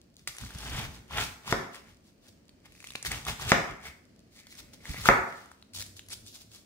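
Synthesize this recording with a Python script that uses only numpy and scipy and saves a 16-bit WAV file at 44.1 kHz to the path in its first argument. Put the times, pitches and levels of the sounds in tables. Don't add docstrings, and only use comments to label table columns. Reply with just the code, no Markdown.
import sys
import numpy as np
from scipy import signal
from scipy.fft import rfft, irfft, next_fast_len
from scipy.io import wavfile
from scipy.ndimage import uniform_filter1d, map_coordinates

SR = 44100
rng = np.random.default_rng(int(sys.argv[2]) if len(sys.argv) > 2 else 0)


def invert_db(x):
    u = np.asarray(x, float) / 20
    return 10 ** u


def generate_wav(signal):
    frames = np.transpose(np.atleast_2d(signal))
    scaled = np.clip(frames, -1, 1) * 32767
    pcm = np.round(scaled).astype(np.int16)
    wavfile.write(sys.argv[1], SR, pcm)


N = 293265

# (frequency [Hz], relative density [dB per Hz])
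SKIN_SPECTRUM = [(1470, -44), (2500, -14), (2980, -10.5), (3580, -5.5), (5140, -6), (8320, -9.5),
                 (10200, -13), (15600, -13)]
RIGHT_DELAYS = (3, 5, 8)


def unit(x):
    return x / np.sqrt(np.mean(x ** 2) + 1e-20)


def along(points, hz):
    f, v = np.transpose(points)
    return np.interp(np.log(hz + 1), np.log(f + 1), v)


def wobble(rate):
    knots = rng.standard_normal(int(N * rate / SR) + 4)
    return map_coordinates(knots, [np.arange(N) * rate / SR])


def swell(s, rise, fall, db):
    depth_db, roundness = 32.5, 1.45
    t = np.arange(N) / SR - s
    distance = np.where(t < 0, -t / abs(rise), t / abs(fall))
    return invert_db(db - depth_db * distance ** roundness)


def filtered(x, response):
    m = next_fast_len(x.shape[-1] + 8192)
    return irfft(rfft(x, m) * response(np.fft.rfftfreq(m, 1 / SR)), m)[..., :x.shape[-1]]


def diffuse(pair):
    # (frequency [Hz], left-right correlation [ratio])
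    likeness = [(30, 0.81), (60, 0.99), (130, .9), (290, .77), (640, 0.24), (1400, 0.013)]
    turn = lambda hz: np.arccos(np.clip(along(likeness, hz), -1, 1)) / 2
    mid, side = filtered(pair, lambda hz: np.array([np.cos(turn(hz)), np.sin(turn(hz))]))
    return np.array([mid + side, mid - side])


def near(x, pan_db, lag):
    return np.array([x, np.roll(x, lag)]) * invert_db([[pan_db / 2], [-pan_db / 2]])


def grains(rate, spread_db, clump_db, spectrum):
    size = invert_db(spread_db * np.minimum(rng.exponential(1, N), 3))
    burst = (rng.random(N) < rate / SR) * rng.standard_normal(N) * size
    clumps = invert_db(clump_db * (wobble(77) + wobble(22)))
    return unit(filtered(burst * clumps, lambda hz: invert_db(along(spectrum, hz))))


def drone():
    # (frequency [Hz], relative density [dB per Hz])
    air_spectrum = [(15, -40.5), (25, -0.5), (107, 0), (133, -6), (210, 0.5), (361, -7.5), (413, -10.5),
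                    (652, -13), (788, -21.5), (854, -23.5), (3030, -25.5), (3660, -30), (4420, -24),
                    (5950, -28.5), (15700, -40.5)]
    # (frequency [Hz], mean level of the two sides [dB])
    whine_tone = (15096, -86)
    air_db = -59.5
    noise = rng.standard_normal((2, N))
    air = unit(diffuse(filtered(noise, lambda hz: invert_db(along(air_spectrum, hz)))))
    whine_hz, whine_db = whine_tone
    phase = 2 * np.pi * whine_hz * np.arange(N) / SR + [[0], [1.6]]
    whine = np.sqrt(2) * invert_db(whine_db + .8 * wobble(8)) * np.sin(phase)
    whine = whine * invert_db([[2.5], [-2.5]])
    return invert_db(air_db + 1.7 * wobble(4.314)) * air + whine


def kitchen(x, piece):
    # (frequency [Hz], t60 [s])
    decay_times = [(60, 0.22), (250, 0.55), (1000, 0.59), (2200, 0.53), (3000, 0.4), (6000, 0.49),
                   (14000, 0.51)]
    out = np.zeros((2, N + 2 * SR))
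    for i in range(0, N, piece):
        hz, t, z = signal.stft(rng.standard_normal((2, SR * 3 // 4)), SR, nperseg=256)
        decay = invert_db(-60 * t / along(decay_times, hz)[:, None])
        tail = diffuse(signal.istft(z * decay, SR, nperseg=256)[1])
        wet = signal.fftconvolve(x[None, i:i + piece], tail / np.linalg.norm(tail[0]), axes=1)
        out[:, i + 130:][:, :wet.shape[1]] += wet
    return out[:, :N]


def table():
    # (frequency [Hz], relative density [dB per Hz])
    rumble_spectrum = [(15, -24.5), (25, 0.5), (43, 0.5), (59, 9), (81, -3), (134, 0.5), (173, -8),
                       (297, -14.5), (350, -27.5), (460, -38), (770, -120)]
    # (peak time [s], rise [s], fall [s], level [dB])
    pushes = [(.22, .05, 0.049, -57), (.29, 0.049, .12, -53.5), (.43, 0.036, 0.096, -36),
              (.558, 0.029, 0.02, -38.5), (0.779, 0.33, 0.32, -34), (1.17, 0.096, 0.27, -35),
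              (1.505, 0.065, 0.017, -38), (1.6, .05, 0.12, -56), (1.81, 0.24, 0.037, -60.5),
              (1.882, .03, 0.19, -58), (2.69, .15, .1, -58), (2.974, 0.27, 0.065, -57),
              (3.11, 0.098, 0.26, -36.5), (3.29, 0.044, 0.096, -33.5), (3.475, 0.15, 0.074, -34),
              (3.63, 0.042, 0.047, -45), (3.706, 0.02, 0.085, -40.5), (3.896, 0.15, 0.049, -49),
              (4.631, .08, 0.17, -54), (4.898, .02, 0.05, -28.5), (5.0, 0.14, 0.086, -40),
              (5.065, 0.066, 0.055, -39), (5.2, 0.11, 0.099, -43.5), (5.772, 0.048, 0.32, -51.5),
              (6.088, .04, 0.076, -63), (6.2, .12, 0.092, -57)]
    # (peak time [s], rise [s], fall [s], level [dB], frequency [Hz])
    hum_swells = [(5.789, .1, 0.12, -47, 95), (5.95, 0.21, .13, -52.5, 93), (6.09, 0.085, .08, -56, 96.7),
                  (6.25, 0.21, 0.22, -58, 103.1), (6.511, 0.24, .13, -59, 106)]
    noise = rng.standard_normal((2, N))
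    shake = diffuse(filtered(noise, lambda hz: invert_db(along(rumble_spectrum, hz))))
    rumble = sum(swell(*row) for row in pushes) * unit(shake * invert_db(0.46 * wobble(30)))
    hum = sum(swell(*row) * np.sin(2 * np.pi * hz * np.arange(N) / SR) for *row, hz in hum_swells)
    return rumble + np.sqrt(2) * invert_db(1.3 * wobble(60)) * hum


def settling():
    tick = invert_db(-72.5) * grains(46, spread_db=1.0, clump_db=5.5, spectrum=SKIN_SPECTRUM)
    return np.vstack([near(tick, 1.5, RIGHT_DELAYS[1]), tick])


def rubbing():
    # (frequency [Hz], relative density [dB per Hz])
    blade_spectrum = [(700, -39.5), (1100, -12.5), (1500, -9), (2200, 1.5), (2600, -8.5), (3200, -19.5),
                      (6000, -64.5)]
    # (peak time [s], rise [s], fall [s], level [dB])
    rubs = [(1.9, 0.24, 0.069, -63.5), (2.66, 0.035, .06, -61), (2.9, 0.41, .15, -65),
            (3.07, 0.08, 0.11, -46.5), (3.87, 0.24, 0.15, -51.5), (4.38, 0.09, 0.11, -59.5),
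            (4.55, 0.25, 0.28, -62), (4.74, 0.053, 0.064, -64.5), (4.95, 0.18, 0.17, -43)]
    friction = grains(1200, spread_db=-1.0, clump_db=2.0, spectrum=blade_spectrum)
    rub = sum(swell(*row) for row in rubs) * friction
    return np.vstack([near(rub, 1.2, RIGHT_DELAYS[1]), rub])


def slips():
    # (start [s], end [s], first gap [s], level at the end before scatter and crest [dB], mean ring [Hz])
    creaks = [(2.7215, 2.936, .029, -39, 2470), (5.735, 5.826, 0.014, -27, 4700),
              (6.097, 6.135, 0.0051, -29.5, 5500)]
    gap_shrink = .93
    growth_db, scatter_db, crack_db = 8, 2, -12
    rows = []
    for (start, end, gap, db, hz), chance in zip(creaks, rng.standard_normal((len(creaks), 16))):
        times = start + gap * (1 - gap_shrink ** np.arange(len(chance))) / (1 - gap_shrink)
        for s, c in zip(times, chance):
            if s <= end:
                level = db - growth_db * (end - s) / (end - start) + scatter_db * c
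                rows.append((s, level, hz * (1 + 0.0596 * c), crack_db))
    return rows


def snaps():
    # (time [s], level before the crest [dB], ring [Hz], crack treble before its crest [dB])
    ribs = [(0.193, -45, 5710, -14), (0.2746, -19.5, 1900, -12), (0.3494, -40, 2180, -12),
            (0.3666, -35.5, 1920, -3), (0.3835, -27.5, 3120, -8.5), (0.4124, -33.5, 1980, -13),
            (0.4359, -38, 1590, -14.5), (0.4633, -39, 2050, -15), (0.5053, -36, 1500, -15),
            (0.5487, -36.5, 1580, -7), (0.5846, -29.5, 7460, -11), (0.6045, -32.5, 7380, -9),
            (1.1079, -35.5, 1010, -15), (1.477, -31, 1030, -12.5), (1.7454, -35, 1870, -16),
            (2.4927, -45.5, 4510, -19), (2.6564, -43, 2110, -16.5), (2.803, -39.5, 2270, -11),
            (2.8419, -34.5, 2240, -15), (2.8714, -32.5, 3660, -16.5), (2.9049, -31.5, 3940, -16.5),
            (2.9532, -23.5, 2510, -21), (2.9564, -23, 3590, -21.5), (3.0265, -26.5, 5730, -12),
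            (3.0495, -25, 2080, -14), (3.0664, -24.5, 2230, -15.5), (3.1163, -18.5, 2240, -12.5),
            (3.2505, -28.5, 3690, -13), (3.2665, -25, 1200, -16), (3.2819, -26, 2210, -14),
            (3.3967, -32, 1130, -11), (3.8674, -36, 1980, -15), (4.4687, -38, 4380, -11.5),
            (4.5246, -39.5, 2100, -13), (4.5521, -38, 6150, -11), (4.7336, -42, 2440, -12),
            (4.8544, -32.5, 2080, -19), (4.8928, -34, 2270, -15), (4.9432, -31.5, 1310, -21),
            (5.0564, -15.5, 1340, -16), (5.3244, -35, 1850, -24), (5.4575, -42.5, 1280, -10.5),
            (5.5154, -39.5, 1270, -12.5), (5.6251, -43, 4280, -20), (5.8631, -35, 6270, -10),
            (5.9668, -37, 5440, -7), (5.9933, -32.5, 3570, -15), (6.0634, -48, 5030, -13),
            (6.0856, -35, 5010, -2.5), (6.2632, -41, 4970, -9), (6.5161, -43, 5370, -10),
            (6.5595, -40, 5660, -10)]
    crest_db, crack_crest_db = 3.5, 13
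    body_db, thin_db_per_octave = -3, 7
    ring_cycles, break_s = 10, 0.0049
    out, t = np.zeros((3, N + SR)), np.arange(SR // 40) / SR
    breaks = [*ribs, *slips()]
    noise = rng.standard_normal((len(breaks), len(t)))
    for (s, db, hz, crisp_db), fizz in zip(breaks, noise):
        crack = np.diff(uniform_filter1d(fizz, size=3), prepend=0)
        crack = invert_db(crisp_db + crack_crest_db - 60 * t / 0.016) * crack
        body = np.diff(uniform_filter1d(fizz[::-1], size=8), prepend=0)
        body = invert_db(body_db - thin_db_per_octave * np.log2(hz / 2000) - 60 * t / 0.004) * body
        ring = np.sin(2 * np.pi * hz * t) * invert_db(-60 * t * hz / ring_cycles)
        ring = signal.fftconvolve(ring, fizz * invert_db(-60 * t / break_s))[:len(t)]
        ring = ring / np.abs(ring).max()
        snap = (crack + body + ring) * (1 - np.exp(-t / .0005))
        snap = invert_db(db + crest_db) * snap / np.abs(snap).max()
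        lag = RIGHT_DELAYS[np.digitize(fizz[-1], [-.6, .6])]
        out[:, round(s * SR):][:, :len(t)] += np.vstack([near(snap, 1.5, lag), snap])
    return out[:, :N]


def chops():
    # (time [s], overall gain [dB], low-mode weight [dB], edge noise before its decay [dB])
    landings = [(1.525, -17, -10.5, -1.5), (3.5181, -10.5, -10.5, -1), (5.0875, -4.5, -15, -12.5)]
    # (frequency [Hz], level before weighting [dB], t60 [s])
    board_modes = [(53.1, -7.5, 0.15), (162, 3.5, 0.032), (233, 0, 0.039), (290, 7.5, 0.022),
                   (386, 3, 0.039), (443.3, -3.5, 0.05), (552, -7.5, 0.11), (678, 9.5, 0.015),
                   (883, -8, 0.016), (1040, 7, 0.019), (1468, 15, 0.0063), (1809, 11, 0.0078),
                   (2100, 16, 0.0048), (2470, 24, 0.002)]
    knock_db, click_db = 10.5, 3.73
    out, t = np.zeros((3, N + SR)), np.arange(SR // 3) / SR
    draws = rng.standard_normal((len(landings), len(board_modes) + len(t)))
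    contact = np.sin(np.pi * np.minimum(t[:SR // 500] / .0006, 1)) ** 2
    landing = np.sin(np.pi / 2 * np.minimum(t / .0005, 1)) ** 2
    for (s, db, weight_db, edge_db), draw in zip(landings, draws):
        middle_db = weight_db + knock_db
        share = [(250, weight_db), (600, middle_db), (1000, middle_db), (1400, 0.017), (2100, click_db)]
        ring = np.zeros(len(t))
        for (hz, level, t60), scatter in zip(board_modes, draw):
            decay = invert_db(level + along(share, hz) + scatter - 60 * t / t60)
            ring -= decay * np.sin(2 * np.pi * hz * t)
        ring = np.convolve(landing * ring, contact / contact.sum())[:len(t)]
        smooth = uniform_filter1d(uniform_filter1d(draw[len(board_modes):], size=5), size=3)
        scrape = unit(np.diff(smooth, prepend=0))
        edge = invert_db(edge_db) * invert_db(-60 * t / .012) * landing * scrape
        blow = invert_db(db) * (ring + edge)
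        out[:, round(s * SR):][:, :len(t)] += np.vstack([near(blow, 1.0, RIGHT_DELAYS[1]), blow])
    return out[:, :N]


def leaves():
    # (peak time [s], rise [s], fall [s], crackle level [dB], crunch level [dB])
    tears = [(.195, 0.037, 0.082, -64.5, -71), (0.277, .006, 0.041, -32, -47),
             (0.422, 0.18, .15, -47.5, -53), (0.671, 0.29, 0.13, -44.5, -45), (.78, 0.17, 0.12, -40, -38.5),
             (.85, 0.092, 0.031, -45, -45.5), (.95, .1, 0.12, -54.5, -55.5),
             (1.13, 0.046, .1, -48.5, -42.5), (1.209, .12, 0.099, -33.5, -32.5),
             (1.517, 0.091, 0.02, -32, -35.5), (1.66, 0.059, 0.023, -68, -47.5),
             (1.756, .06, .07, -45.5, -50), (1.898, .1, 0.061, -61, -60.5), (2.09, 0.12, .05, -62.5, -72.5),
             (2.284, 0.11, 0.036, -55.5, -66), (2.664, 0.031, 0.013, -55.5, -54),
             (2.87, 0.29, .15, -54.5, -75), (2.956, .02, 0.11, -49.5, -64.5),
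             (3.064, 0.024, 0.035, -28.5, -37.5), (3.12, 0.03, 0.14, -38, -38),
             (3.286, 0.041, .08, -33.5, -33.5), (3.421, .06, 0.14, -36.5, -39.5),
             (3.504, 0.05, 0.022, -30.5, -32), (3.699, 0.06, 0.074, -58, -46),
             (3.859, 0.07, 0.072, -45, -47), (4.4, .12, 0.031, -50, -65.5),
             (4.52, 0.077, 0.078, -50.5, -78.5), (4.599, 0.048, 0.023, -41, -53),
             (4.741, 0.027, 0.038, -51.5, -64), (4.871, 0.079, 0.17, -47.5, -52.5),
             (5.0, 0.18, 0.19, -44, -52.5), (5.07, 0.035, 0.031, -26.5, -27.5),
             (5.3, 0.12, 0.47, -55, -59.5), (5.748, 0.015, 0.13, -35, -63), (5.814, 0.066, .03, -46, -70),
             (5.971, 0.018, 0.049, -45.5, -67), (6.134, .03, .03, -37, -58),
             (6.279, 0.054, 0.078, -46.5, -72), (6.36, 0.051, 0.035, -44, -57.5),
             (6.414, 0.034, 0.035, -46, -62.5), (6.552, 0.077, 0.099, -49, -63)]
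    # (frequency [Hz], relative density [dB per Hz])
    rib_spectrum = [(180, -44.5), (300, -31), (380, 1.5), (556, -3), (856, 4), (929, 0), (1170, 2),
                    (3500, 2), (4550, -22), (7700, -120)]
    shapes = np.array([swell(s, rise, fall, 0) for s, rise, fall, *_ in tears])
    crackle, crunch = invert_db(np.transpose(tears)[3:]) @ shapes
    out = np.zeros((3, N))
    for lag in RIGHT_DELAYS:
        bright = crackle * grains(4000, spread_db=4.5, clump_db=2.5, spectrum=SKIN_SPECTRUM)
        dull = crunch * grains(2000, spread_db=1.5, clump_db=2.0, spectrum=rib_spectrum)
        leaf = (bright + dull) / np.sqrt(len(RIGHT_DELAYS))
        out += np.vstack([near(leaf, 0.85, lag), leaf])
    return out


def scene():
    leaf, snap, chop = leaves() + rubbing(), snaps() + settling(), chops()
    room_feed = invert_db(-5.5) * leaf[2] + invert_db(-8.0) * snap[2] + invert_db(-1.5) * chop[2]
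    direct = leaf[:2] + snap[:2] + chop[:2]
    return direct + kitchen(room_feed, SR // 4) + table() + drone()


def roll_off(x):
    return signal.sosfilt(signal.butter(12, 17010, fs=SR, output="sos"), x)


def record(dry):
    top_hz, ceiling = 15750, .98

    def colour(hz):
        bass_loss = (1j * hz / (42 + 1j * hz)) ** 2
        return (hz < top_hz) * bass_loss / (1 + 1j * hz / 17000) ** 2

    heard = filtered(dry, colour)
    finished = heard / (1 + np.abs(heard / ceiling) ** 6) ** (1 / 6)
    return roll_off(finished)


dry = scene()
out = record(dry)
generate_wav(out)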